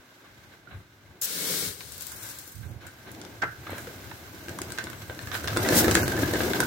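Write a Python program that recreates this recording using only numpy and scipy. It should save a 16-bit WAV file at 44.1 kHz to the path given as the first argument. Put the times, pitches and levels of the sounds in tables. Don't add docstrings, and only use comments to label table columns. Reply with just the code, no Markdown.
import sys
import numpy as np
from scipy import signal
from scipy.fft import rfft, irfft, next_fast_len
from scipy.io import wavfile
from scipy.ndimage import uniform_filter1d

SR = 44100
rng = np.random.default_rng(int(sys.argv[2]) if len(sys.argv) > 2 else 0)


def ratio_of_db(decibels):
    return 10 ** (np.asarray(decibels, float) / 20)


def unload_wav(signal):
    wavfile.write(
        sys.argv[1],
        SR,
        np.round(np.clip(np.atleast_2d(signal).T, -1, 1) * 32767).astype(np.int16),
    )


N = 293869
M = next_fast_len(N)
HZ = np.fft.rfftfreq(M, 1 / SR) + 1e-3
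T = np.arange(N) / SR

# pitch_hz, level_db (per Hz)
FLUTTER = [(470, -11), (800, -8.5), (1170, -4), (1400, -4), (1570, 3.5), (1750, -5.5), (1900, -7),
           (2080, -2.5), (2400, -9), (3200, -12.5), (4160, -10.5), (7040, -120)]
# time_s, flutter_db
STIR = [(0, -64.5), (.55, -63.5), (.62, -68), (1.2, -66.5), (2.25, -61), (2.65, -68), (2.8, -66),
        (2.83, -61.5), (3.28, -59.5), (3.55, -60), (3.85, -55.5), (4.3, -57.5), (4.55, -56), (5.2, -56),
        (5.46, -51), (5.75, -37.5), (6.1, -44.5), (6.66, -44)]
CALM_DB = -57


def unit(x):
    return x / np.sqrt(np.mean(x ** 2))


def shape(x, gain):
    return irfft(rfft(x, M) * gain, M)[..., :N]


def on_hz(points):
    hz, value = np.transpose(points)
    return np.interp(np.log(HZ), np.log(hz), value)


def tint(x, points):
    low, high = points[0], points[-1]
    closed = [(low[0] / 2, low[1] - 30), *points, (high[0] * 2, high[1] - 30)]
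    return unit(shape(x, ratio_of_db(on_hz(closed))))


def pair(a, b):
    # pitch_hz, left_right_likeness (0-1)
    likeness = [(60, 0.85), (130, 0.96), (290, 0.93), (640, 0.68), (1400, 0.12), (3000, 0.07), (20000, 0)]
    alike = np.clip(on_hz(likeness), 0, 1)
    mid = shape(a, np.sqrt(1 + alike))
    side = shape(b, np.sqrt(1 - alike))
    return np.array([mid + side, mid - side]) / np.sqrt(2)


def hiss():
    return pair(*rng.standard_normal((2, N)))


def grains(rate, spread_db):
    struck = rng.random((2, N)) < rate / SR
    sign = rng.choice([-1, 1], (2, N))
    return struck * sign * ratio_of_db(spread_db * rng.exponential(size=(2, N)))


def beats(rate, length_s, spread_db, steady):
    t = np.arange(4410) / SR
    puff = t * np.exp(-t / length_s)
    power = np.abs(signal.fftconvolve(grains(rate, spread_db)[0] ** 2, puff ** 2)[:N])
    return unit(np.sqrt(steady + power / uniform_filter1d(power + 1e-9, size=13000)))


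def read(tables):
    time_s, level_db = np.vstack(tables).T
    return np.interp(T, time_s, level_db)


def pan(db):
    return ratio_of_db(np.array([db, -db]) / 2)


def hits(kinds, body, ring_s, rise_s):
    slap, dry = np.zeros((2, 2, N + 4410))
    t = np.arange(4410) / SR
    fade, rise = np.log(1000) * t / ring_s, np.minimum(t / rise_s, 1)
    rows = [(*row, hz) for table, hz in kinds for row in table]
    noises = rng.standard_normal((len(rows), 2, 4410))
    for (s, db, snap_db, thump_db, pan_db, hz), air in zip(rows, noises):
        i = int((s - rise_s / 2) * SR)
        size = ratio_of_db(db) * pan(pan_db)[:, None]
        snap_hz = hz * ratio_of_db(1.1 * air[1, 1])
        band = signal.butter(2, [snap_hz / 1.68, min(snap_hz * 2.0, .45 * SR)], "band", fs=SR)
        crack = unit(signal.lfilter(*band, air[0] + 23.0 * air))
        white_edge = .6 * min(hz / 5400, 1) ** 3 * np.diff(air, prepend=0)
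        snap = ratio_of_db(snap_db + 3.0) * np.exp(-1.3 * fade) * rise * (crack + white_edge)
        ping_hz = 1570 * ratio_of_db(0.82 * air[1, 0])
        ping = 0.52 * rise * np.sin(2 * np.pi * ping_hz * t) * np.exp(-t / 0.0052)
        push_hz = 360 * ratio_of_db(1.3 * air[0, 0])
        push = np.sin(2 * np.pi * push_hz * t) * np.exp(-t / 0.0016) * np.minimum(t / 0.0014, 1)
        slap[:, i:i + 4410] += size * np.exp(-fade) * rise
        dry[:, i:i + 4410] += size * (snap + ping + ratio_of_db(thump_db + 3.0) * push)
    near = rng.standard_normal(N) + 2.86 * hiss()
    return ratio_of_db(1.5) * (slap[:, :N] * tint(near, body) + dry[:, :N])


def walls(x, t60_s, wall_db):
    t = np.arange(22050) / SR
    tail = hiss()[:, :22050] * np.exp(-np.log(1000) * t / t60_s) * (t > .003)
    tail = signal.lfilter([1], [1, -.6], tail)
    tail = tail / np.sqrt(np.sum(tail[0] ** 2))
    return x + ratio_of_db(wall_db) * signal.fftconvolve(x, tail, axes=1)[:, :N]


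def scoop():
    # pitch_hz, level_db (per Hz)
    kernel_tone = [(470, 1), (800, -13), (1590, 1), (2240, -5), (2750, -3), (3830, 3.5), (12500, -0.5),
                   (16000, -0.5)]
    # pitch_hz, level_db (per Hz)
    spray_tone = [(3000, -23), (5500, -1.5), (7500, 1), (9500, -4), (13000, 1.5), (16000, -1.5)]
    # pitch_hz, width_hz, level_db
    bin_modes = [(178, 58, 6), (300, 137, 3), (399, 136, 2.5), (2190, 130, 0.5)]
    # time_s, flow_db
    dig = [
        (1.213, -57),
        (1.221, -37),
        (1.287, -36),
        (1.445, -33.5),
        (1.503, -31),
        (1.667, -34),
        (1.769, -49.5),
        (1.8, -47.5),
    ]
    # time_s, flow_db
    level_off = [
        (1.908, -48),
        (1.998, -47),
        (2.012, -45),
        (2.164, -47),
        (2.264, -43.5),
        (2.466, -50.5),
        (2.56, -56.5),
        (2.7, -62),
        (2.85, -102),
    ]
    # start_s, rise_s, fall_s, hiss_db, pan_db (left minus right)
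    tosses = [
        (5.31, 0.033, 0.062, -45.5, -5),
        (5.699, 0.076, 0.054, -26, 2.5),
        (5.89, .05, .15, -44, 0),
        (3.66, .11, .12, -58, -1),
    ]
    age = T - dig[0][0]
    shaken = np.clip((T - dig[-1][0]) / 0.39, 0, 1)
    kernels = tint(pair(*grains(12000, 0.96)), kernel_tone)
    spray = tint(pair(*grains(7000, 2.0)), spray_tone)
    slide = (1 - .3 * shaken) * kernels + .75 * shaken * beats(110, .004, 2.4, .45) * spray

    modes = sum(ratio_of_db(db) / (1 + 1j * (HZ / hz - hz / HZ) * hz / width) ** 2 for hz, width, db in bin_modes)
    boom_build = np.clip(age / 0.19, .12, 1)
    boom = unit(shape(hiss(), modes)) * ratio_of_db(-11 - 25 * shaken) * boom_build
    rattle = shaken * ratio_of_db(-9) * tint(hiss(), FLUTTER)
    bite = ratio_of_db(-30.5) * np.clip((0.048 - age) / .004, 0, 1) * spray

    swing = np.exp(-((T - 1.7) / 0.29) ** 2)
    pan_db = 4 + 2 * swing - 2 * np.clip(T - 2.2, 0, .6)
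    cup = ratio_of_db(read([dig, level_off])) * (slide + boom + rattle) + bite
    flying = 0
    for s, rise_s, fall_s, db, side_db in tosses:
        arc = np.clip(np.minimum((T - s) / rise_s, 1.4 - (T - s - rise_s) / fall_s), 0, 1) ** 2
        flying = flying + ratio_of_db(db) * pan(side_db)[:, None] * arc
    return np.clip(age / 0.0027, 0, 1) * pan(pan_db) * cup + flying * (kernels + 1.33 * spray)


def wing_claps():
    # start_s, peak_db, snap_db, thump_db, pan_db
    claps = [(4.4838, -33.5, -4, 0, 4), (4.5873, -34, 0, -20, 1), (4.6174, -33, 4.5, -8, 2),
             (4.7038, -32.5, -10, -13, 5), (4.7208, -39, 8.5, 2, 4), (4.7856, -25, -4.5, -7, -5),
             (4.8405, -39.5, 5.5, 6, 3), (4.9007, -41.5, 2, 6, -9), (4.9312, -40, -8.5, -4, 15),
             (5.0978, -30.5, -27, 1, 2.5), (5.148, -49, 4.5, -12, -2), (4.493, -42.5, 6.5, -10, 2),
             (5.398, -47, 8, -10, 0), (5.2722, -31.5, -8, -23, -1), (5.443, -30, -6, 1, 0)]
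    # start_s, peak_db, snap_db, thump_db, pan_db
    takeoff = [
        (5.5715, -22, 1.5, 3.5, 1),
        (5.8815, -19.5, -5, 10.5, 0.5),
        (5.688, -30.5, 10, -13, 0),
        (5.9121, -28, 8, -10, 0),
        (5.9523, -12, -2.5, -5, 0),
        (6.0798, -22, -3.5, 1, 0.5),
        (6.4048, -21, -19, 1, 2),
        (6.534, -20.5, -9, -6, 4),
        (6.4344, -27.5, -1, 9, 4),
        (6.6035, -17, -3, -0.5, 0.5),
    ]
    # start_s, peak_db, snap_db, thump_db, pan_db
    slaps = [(4.777, -37, 4, -20, -5), (4.7923, -34, -8, -23, 17), (4.8698, -30.5, -22, -4, 2),
             (5.1912, -35.5, 1, -21, 4), (5.3163, -35.5, 3, -19, -10), (5.3449, -37, 6.5, -31, 9),
             (5.352, -29, -11, -25, -9), (5.4746, -31, 4.5, -22, -9.5), (5.4812, -25.5, -5.5, -24, 12)]
    # start_s, peak_db, snap_db, thump_db, pan_db
    far_claps = [
        (3.149, -53, 9, -15, 2),
        (3.215, -44.5, 8, -12, 3),
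        (3.25, -43, 2.5, -8, 6),
    ]
    # start_s, peak_db, snap_db, thump_db, pan_db
    flaps = [(5.565, -18, -12, -2, -1), (5.62, -37, -15, -11, -4), (5.649, -17.5, -9, -27, 4),
             (5.664, -21.5, -21, -2, 3), (5.69, -15.5, -2, -4, 3), (5.726, -18, -15, 5, -3),
             (5.747, -20.5, -17, 2.5, -4), (5.787, -20.5, -13, -18, -5), (5.806, -15, -23, -18, 3),
             (5.845, -15.5, -3, 3, -4.5), (5.972, -16.5, -12, 3, 1), (5.992, -38, -10, -7, -3),
             (6.032, -19, -3, 2, 0), (6.121, -19.5, -6, -1, 0), (6.166, -24.5, -21, -7, 2),
             (6.176, -21, -19, 3, 0), (6.233, -17, -25, -25, 5), (6.291, -27.5, -19, 1, 2),
             (6.338, -19.5, 1, 4, 1), (6.357, -20, -9, 0, -1), (6.444, -29, -10, 1, 3),
             (6.63, -22.5, -18, -7, -9), (5.529, -27, -15, -14, -4), (5.674, -26, -15, -3, -7),
             (6.311, -26, -13, -3, -7), (6.348, -26, -2, -10, 8), (6.482, -29, -16, 3, 6),
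             (6.192, -26, -15, 6, -2)]
    sharp = hits([(claps, 5400), (takeoff, 5400), (slaps, 2630), (far_claps, 3380)], FLUTTER, 0.015, .0015)
    rounded = hits([(flaps, 4400)], FLUTTER, 0.016, .005)
    return walls(sharp + rounded, 0.24, -5.5)


def flock():
    # pitch_hz, level_db (per Hz)
    stroke_tone = [(110, -4.5), (190, -3), (301, 1.5), (383, 0), (437, -6.5), (615, -5.5), (1000, -11.5),
                   (1300, -61), (2200, -120)]
    # pitch_hz, level_db (per Hz)
    feather_tone = [(1800, -20), (2600, -5), (3600, -5), (5600, -3.5), (7000, -5), (9300, -10),
                    (13500, -4.5), (15900, -7)]
    # middle_s, length_s, puff_db, flutter_db
    sweeps = [(0.264, 0.068, -67, -67), (1.17, 0.23, -61, -72), (2.72, 0.16, -56, -67),
              (3.087, 0.038, -51, -54), (3.227, 0.21, -49, -67), (3.902, 0.038, -49, -57),
              (4.577, 0.19, -46, -73), (4.724, 0.08, -48.5, -74), (5.187, 0.035, -55, -70),
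              (5.346, 0.032, -67, -38), (5.79, 0.11, -51, -58), (0.525, 0.037, -61, -63),
              (0.737, 0.17, -60, -65), (2.845, 0.05, -57, -56.5), (2.714, 0.029, -53, -70),
              (2.644, 0.035, -65, -59.5), (2.84, 0.046, -57, -70), (3.17, 0.061, -63, -74),
              (3.733, 0.11, -49, -49), (5.59, .06, -47, -67), (6.564, 0.12, -37, -51)]

    def swept(column):
        return sum(ratio_of_db(2 * row[column]) * np.exp(-(2 * (T - row[0]) / row[1]) ** 2) for row in sweeps)

    flutter_db = read([STIR])
    stir_db = flutter_db - CALM_DB
    stroke_db = -53 + 1.366 * stir_db
    feather_db = np.minimum(-59.5 + 1.11 * stir_db, -36)
    near = np.clip((flutter_db + 60) / 9, .35, 1)
    down = 1 + near * (beats(150, .006, 1.9, .7) - 1)
    tips = 1 + near * (beats(90, .005, 2.6, .45) - 1)
    barbs = 1 + near * (beats(90, .004, 2.6, .4) - 1)
    stroke = np.sqrt(ratio_of_db(2 * stroke_db) + swept(2)) * down * tint(hiss(), stroke_tone)
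    flutter = ratio_of_db(4.0) * np.sqrt((ratio_of_db(2 * flutter_db) + swept(3)) * down * tips) * tint(hiss(), FLUTTER)

    rustle = tint(hiss() + .8 * grains(1500, 2.6), feather_tone)
    fine = shape(rustle, 1 / (1 + (6500 / HZ) ** 4))
    through_wall = ratio_of_db(-8 * np.clip(-stir_db / 11, 0, .65))
    feather = ratio_of_db(feather_db + 6) * (tips * (rustle - fine) + through_wall * np.sqrt(tips * barbs) * fine)
    return pan(0.13)[:, None] * (stroke + flutter + feather)


def whistles():
    # middle_s, pitch_hz, level_db, length_s
    downstrokes = [(4.988, 7900, -59, .02), (5.027, 7900, -57, .015), (5.09, 8100, -60, 0.031),
                   (5.225, 8140, -52, 0.014), (4.73, 8050, -55, .02), (5.29, 7900, -60, .02)]
    out = np.zeros(N)
    for s, hz, db, length_s in downstrokes:
        turn = 2 * np.pi * hz * (T - s)
        out += ratio_of_db(db) * np.exp(-((T - s) / length_s * 2) ** 2) * (np.sin(turn) + .4 * np.sin(.52 * turn))
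    breath = uniform_filter1d(rng.standard_normal(N), size=40) * 6
    return out * (1 + .5 * breath)


def door():
    # start_s, peak_db, snap_db, thump_db, pan_db
    latch = [
        (3.421, -23.5, -10, -15, -2),
        (3.4255, -27, -10.5, -5, -6),
        (3.4315, -29, -34, -14.5, 25),
        (3.4375, -21, -20, -4, -2),
    ]
    # pitch_hz, level_db (per Hz)
    plate = [(500, -16), (800, -8), (1200, -11), (1450, -4), (1570, 4), (1700, -4), (2000, -9),
             (3000, -20.5)]
    clack = walls(hits([(latch, 3900)], plate, 0.03, 0.005), 0.2, -10.5)
    age = T - latch[0][0]
    hum = unit(shape(hiss(), 1 / (1 + ((HZ - 1540) / 140) ** 2)))
    return clack + ratio_of_db(-32 - 60 * np.abs(age) / 0.36) * np.clip(age / .004, 0, 1) * hum


def sill():
    # start_s, peak_db, snap_db, thump_db, pan_db
    steps = [
        (3.6686, -39, -22, -6, -1),
        (3.695, -44, -22, 0, -.5),
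        (3.7194, -46, -10, 0, -1.5),
        (3.7324, -46, -22, 4, -1),
        (3.7818, -38, -22, -8, -1.5),
        (3.8706, -43, -22, 3, 1.5),
        (4.1134, -40, -16, -12, -.5),
    ]
    return ratio_of_db(5) * walls(hits([(steps, 2200)], FLUTTER, .03, .004), .1, -10)


def indoor_knocks():
    # start_s, peak_db, snap_db, thump_db, pan_db
    taps = [
        (.6735, -38.5, -27, -25, -6),
        (1.8075, -39.5, 18.5, -18, 3),
        (1.8137, -48.5, 18, -27, 8.5),
    ]
    # start_s, peak_db, snap_db, thump_db, pan_db
    scuffs = [
        (.252, -51, -16, -24, 11),
        (.525, -49.5, -6, -6, 1),
        (.555, -68, -16, -15, -2),
        (.69, -59, -26, -30, 2),
        (.71, -41, -22, -20, -1),
        (.735, -48, -20, -13, 9),
    ]
    # start_s, peak_db, snap_db, thump_db, pan_db
    strays = [(1.9208, -66, 25, 2, 7), (2.0086, -58.5, 20, -15, 12), (2.0213, -59, 23, -7, 6),
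              (2.068, -54, 16, -9, 10), (2.1188, -47.5, 6, -12, -10), (2.1967, -56, 0, -18, 3),
              (2.233, -49, -1, -15, 7), (2.245, -52, 2, -5, 0), (2.2893, -56, 13, 3, -3),
              (2.387, -57.5, 18.5, -16, 0), (2.477, -55.5, 10, 7, 4), (2.5194, -59, 10, 10, -4),
              (2.556, -70, 21, -8, -3), (2.8673, -43, -2.5, -6, 2), (3.116, -53, 7.5, 5, 1),
              (1.945, -65, 18, -10, 6), (1.98, -57, 17, -10, -1), (2.3, -54, 13, -10, 2),
              (2.495, -68, 16, -10, -3)]
    # start_s, peak_db, snap_db, thump_db, pan_db
    flick = [
        (3.7818, -58, 17, -13, 2),
        (3.705, -62, 14, -13, 0),
    ]
    rim = walls(hits([(taps, 2410)], FLUTTER, 0.0054, 0.0017), 0.087, -8)
    soft = hits([(scuffs, 2410)], FLUTTER, 0.052, 0.013)
    kernels = hits([(strays, 8600), (flick, 10500)], FLUTTER, 0.025, 0.0021)
    return rim + walls(soft + kernels, 0.17, -0.64)


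def swings():
    # middle_s, peak_db, pitch_hz, length_s
    pushes = [(0.763, -41, 97, 0.013), (3.4267, -32, 1640, 0.0022), (3.4333, -25, 845, 0.0011),
              (3.672, -38.5, 1205, 0.0031), (3.696, -29.5, 690, 0.00092), (3.782, -43, 1520, 0.0034),
              (4.119, -39, 915, 0.0021), (5.9544, -9.5, 1655, 0.00098), (3.727, -40, 272, 0.009),
              (3.7326, -27, 436, 0.0013), (.255, -55, 1160, .008), (3.879, -38, 477, 0.0067),
              (4.59, -31, 1080, 0.002), (5.711, -20, 324, 0.0037), (5.75, -36, 246, 0.0013),
              (5.868, -29, 324, 0.0061), (5.889, -27, 350, 0.0025), (6.157, -25.5, 350, 0.008),
              (6.235, -19, 298, 0.0041), (6.358, -30, 376, 0.0062), (6.409, -30, 307, 0.002),
              (6.566, -31, 412, 0.01), (5.885, -35, 800, 0.0014), (6.23, -24, 646, 0.0013),
              (6.289, -28, 330, 0.0054), (6.514, -28.5, 375, 0.0077), (6.465, -28, 390, 0.0061),
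              (6.369, -35, 300, 0.0045)]
    out = np.zeros(N + 4410)
    t = np.arange(-2205, 2205) / SR
    for s, db, hz, length_s in pushes:
        i = int(s * SR) - len(t) // 2
        out[i:i + len(t)] += ratio_of_db(db) * np.exp(-(t / length_s) ** 2) * np.cos(2 * np.pi * hz * t)
    return out[:N]


def thrum():
    # pitch_hz, level_db (per Hz)
    thrum_tone = [(30, -16), (52, -3), (85, 4.5), (107, 5.5), (130, -0.5), (150, -3.5), (190, -10)]
    # middle_s, peak_db, length_s, pan_db (left minus right)
    gusts = [(0.765, -37.5, 0.094, -0.5), (1.1, -47, 0.061, 4), (1.678, -42.5, 0.086, 3),
             (1.927, -50.5, 0.14, 18), (2.137, -53.5, 0.14, 24), (2.62, -38.5, 0.1, -20),
             (2.716, -37, 0.12, -13.5), (2.866, -41, 0.041, -9), (3.123, -43, 0.036, 2),
             (3.467, -40.5, 0.12, -6), (3.604, -40, 0.053, .1), (3.722, -36, 0.042, -3),
             (3.837, -36.5, 0.064, -2), (4.085, -47, 0.072, 20), (4.504, -32, 0.027, -1),
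             (4.698, -36, 0.064, -1), (4.903, -37, 0.1, -3), (5.07, -37, 0.15, -2), (5.27, -37, 0.11, 6),
             (5.49, -32, 0.06, -6), (5.582, -30, 0.12, -3), (5.752, -28, 0.034, -9),
             (5.897, -22, 0.058, -3), (6.026, -23.5, 0.15, -4), (6.24, -24, 0.092, -2)]
    swell = np.clip((T - 0.19) / 0.15, .25, 1)
    steady = ratio_of_db(-43.5 + 0.99 * (read([STIR]) - CALM_DB)) * swell
    power = steady ** 2
    for s, db, length_s, pan_db in gusts:
        gust = ratio_of_db(db) * pan(pan_db)[:, None] * np.exp(-((T - s) / length_s) ** 2 * 2)
        power = power + gust ** 2
    return ratio_of_db(-9.5) * np.sqrt(power) * tint(hiss(), thrum_tone)


def starve(x):
    # pitch_hz, width_hz, share (0-1), from_s, to_s
    hole_bands = [
        (9600, 1100, .13, 0, 5.5),
        (3900, 1300, .12, 1.9, 2.72),
        (3600, 900, .14, 5.67, 6.05),
        (7200, 900, .05, 3.3, 4.45),
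    ]
    hz, s, z = signal.stft(x, SR, nperseg=1024)
    share = .008
    for middle, width, part, from_s, to_s in hole_bands:
        closeness = np.exp(-((hz[::7, None] - middle) / width) ** 2)
        share = share + part * closeness * (s[::3] > from_s) * (s[::3] < to_s)
    lost = rng.random(share.shape) < share
    lost = np.repeat(np.repeat(lost, 7, axis=0), 3, axis=1)[:z.shape[1], :z.shape[2]]
    lost = lost & (hz > 2600)[:, None]
    return signal.istft(z * ratio_of_db(-40 * lost), SR, nperseg=1024)[1][:, :N]


def scene():
    birds = wing_claps() + flock() + whistles()
    knocks = door() + sill() + indoor_knocks() + swings()
    return scoop() + birds + knocks + thrum()


def band_limit(x):
    return signal.sosfilt(signal.butter(12, 16830, fs=SR, output="sos"), x)


def record(dry):
    # pitch_hz, level_db
    right_port = [(20, -2), (900, -1), (1570, 3.5), (2300, -0.5), (6800, 2.5), (8100, -5), (8900, -3),
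                  (10500, 0), (20000, -1.5)]
    tilt = on_hz(right_port) / 2
    top_cut_db = 50.0 * (HZ > 15900)
    bass_cut = 1 / (1 + (50 / HZ) ** 4.2)
    ports = shape(dry, ratio_of_db(np.array([-tilt, tilt]) - top_cut_db) * bass_cut)
    rounded = np.tanh(ports / 0.75)
    return band_limit(1.058 * starve(rounded))


dry = scene()
out = record(dry)
unload_wav(out)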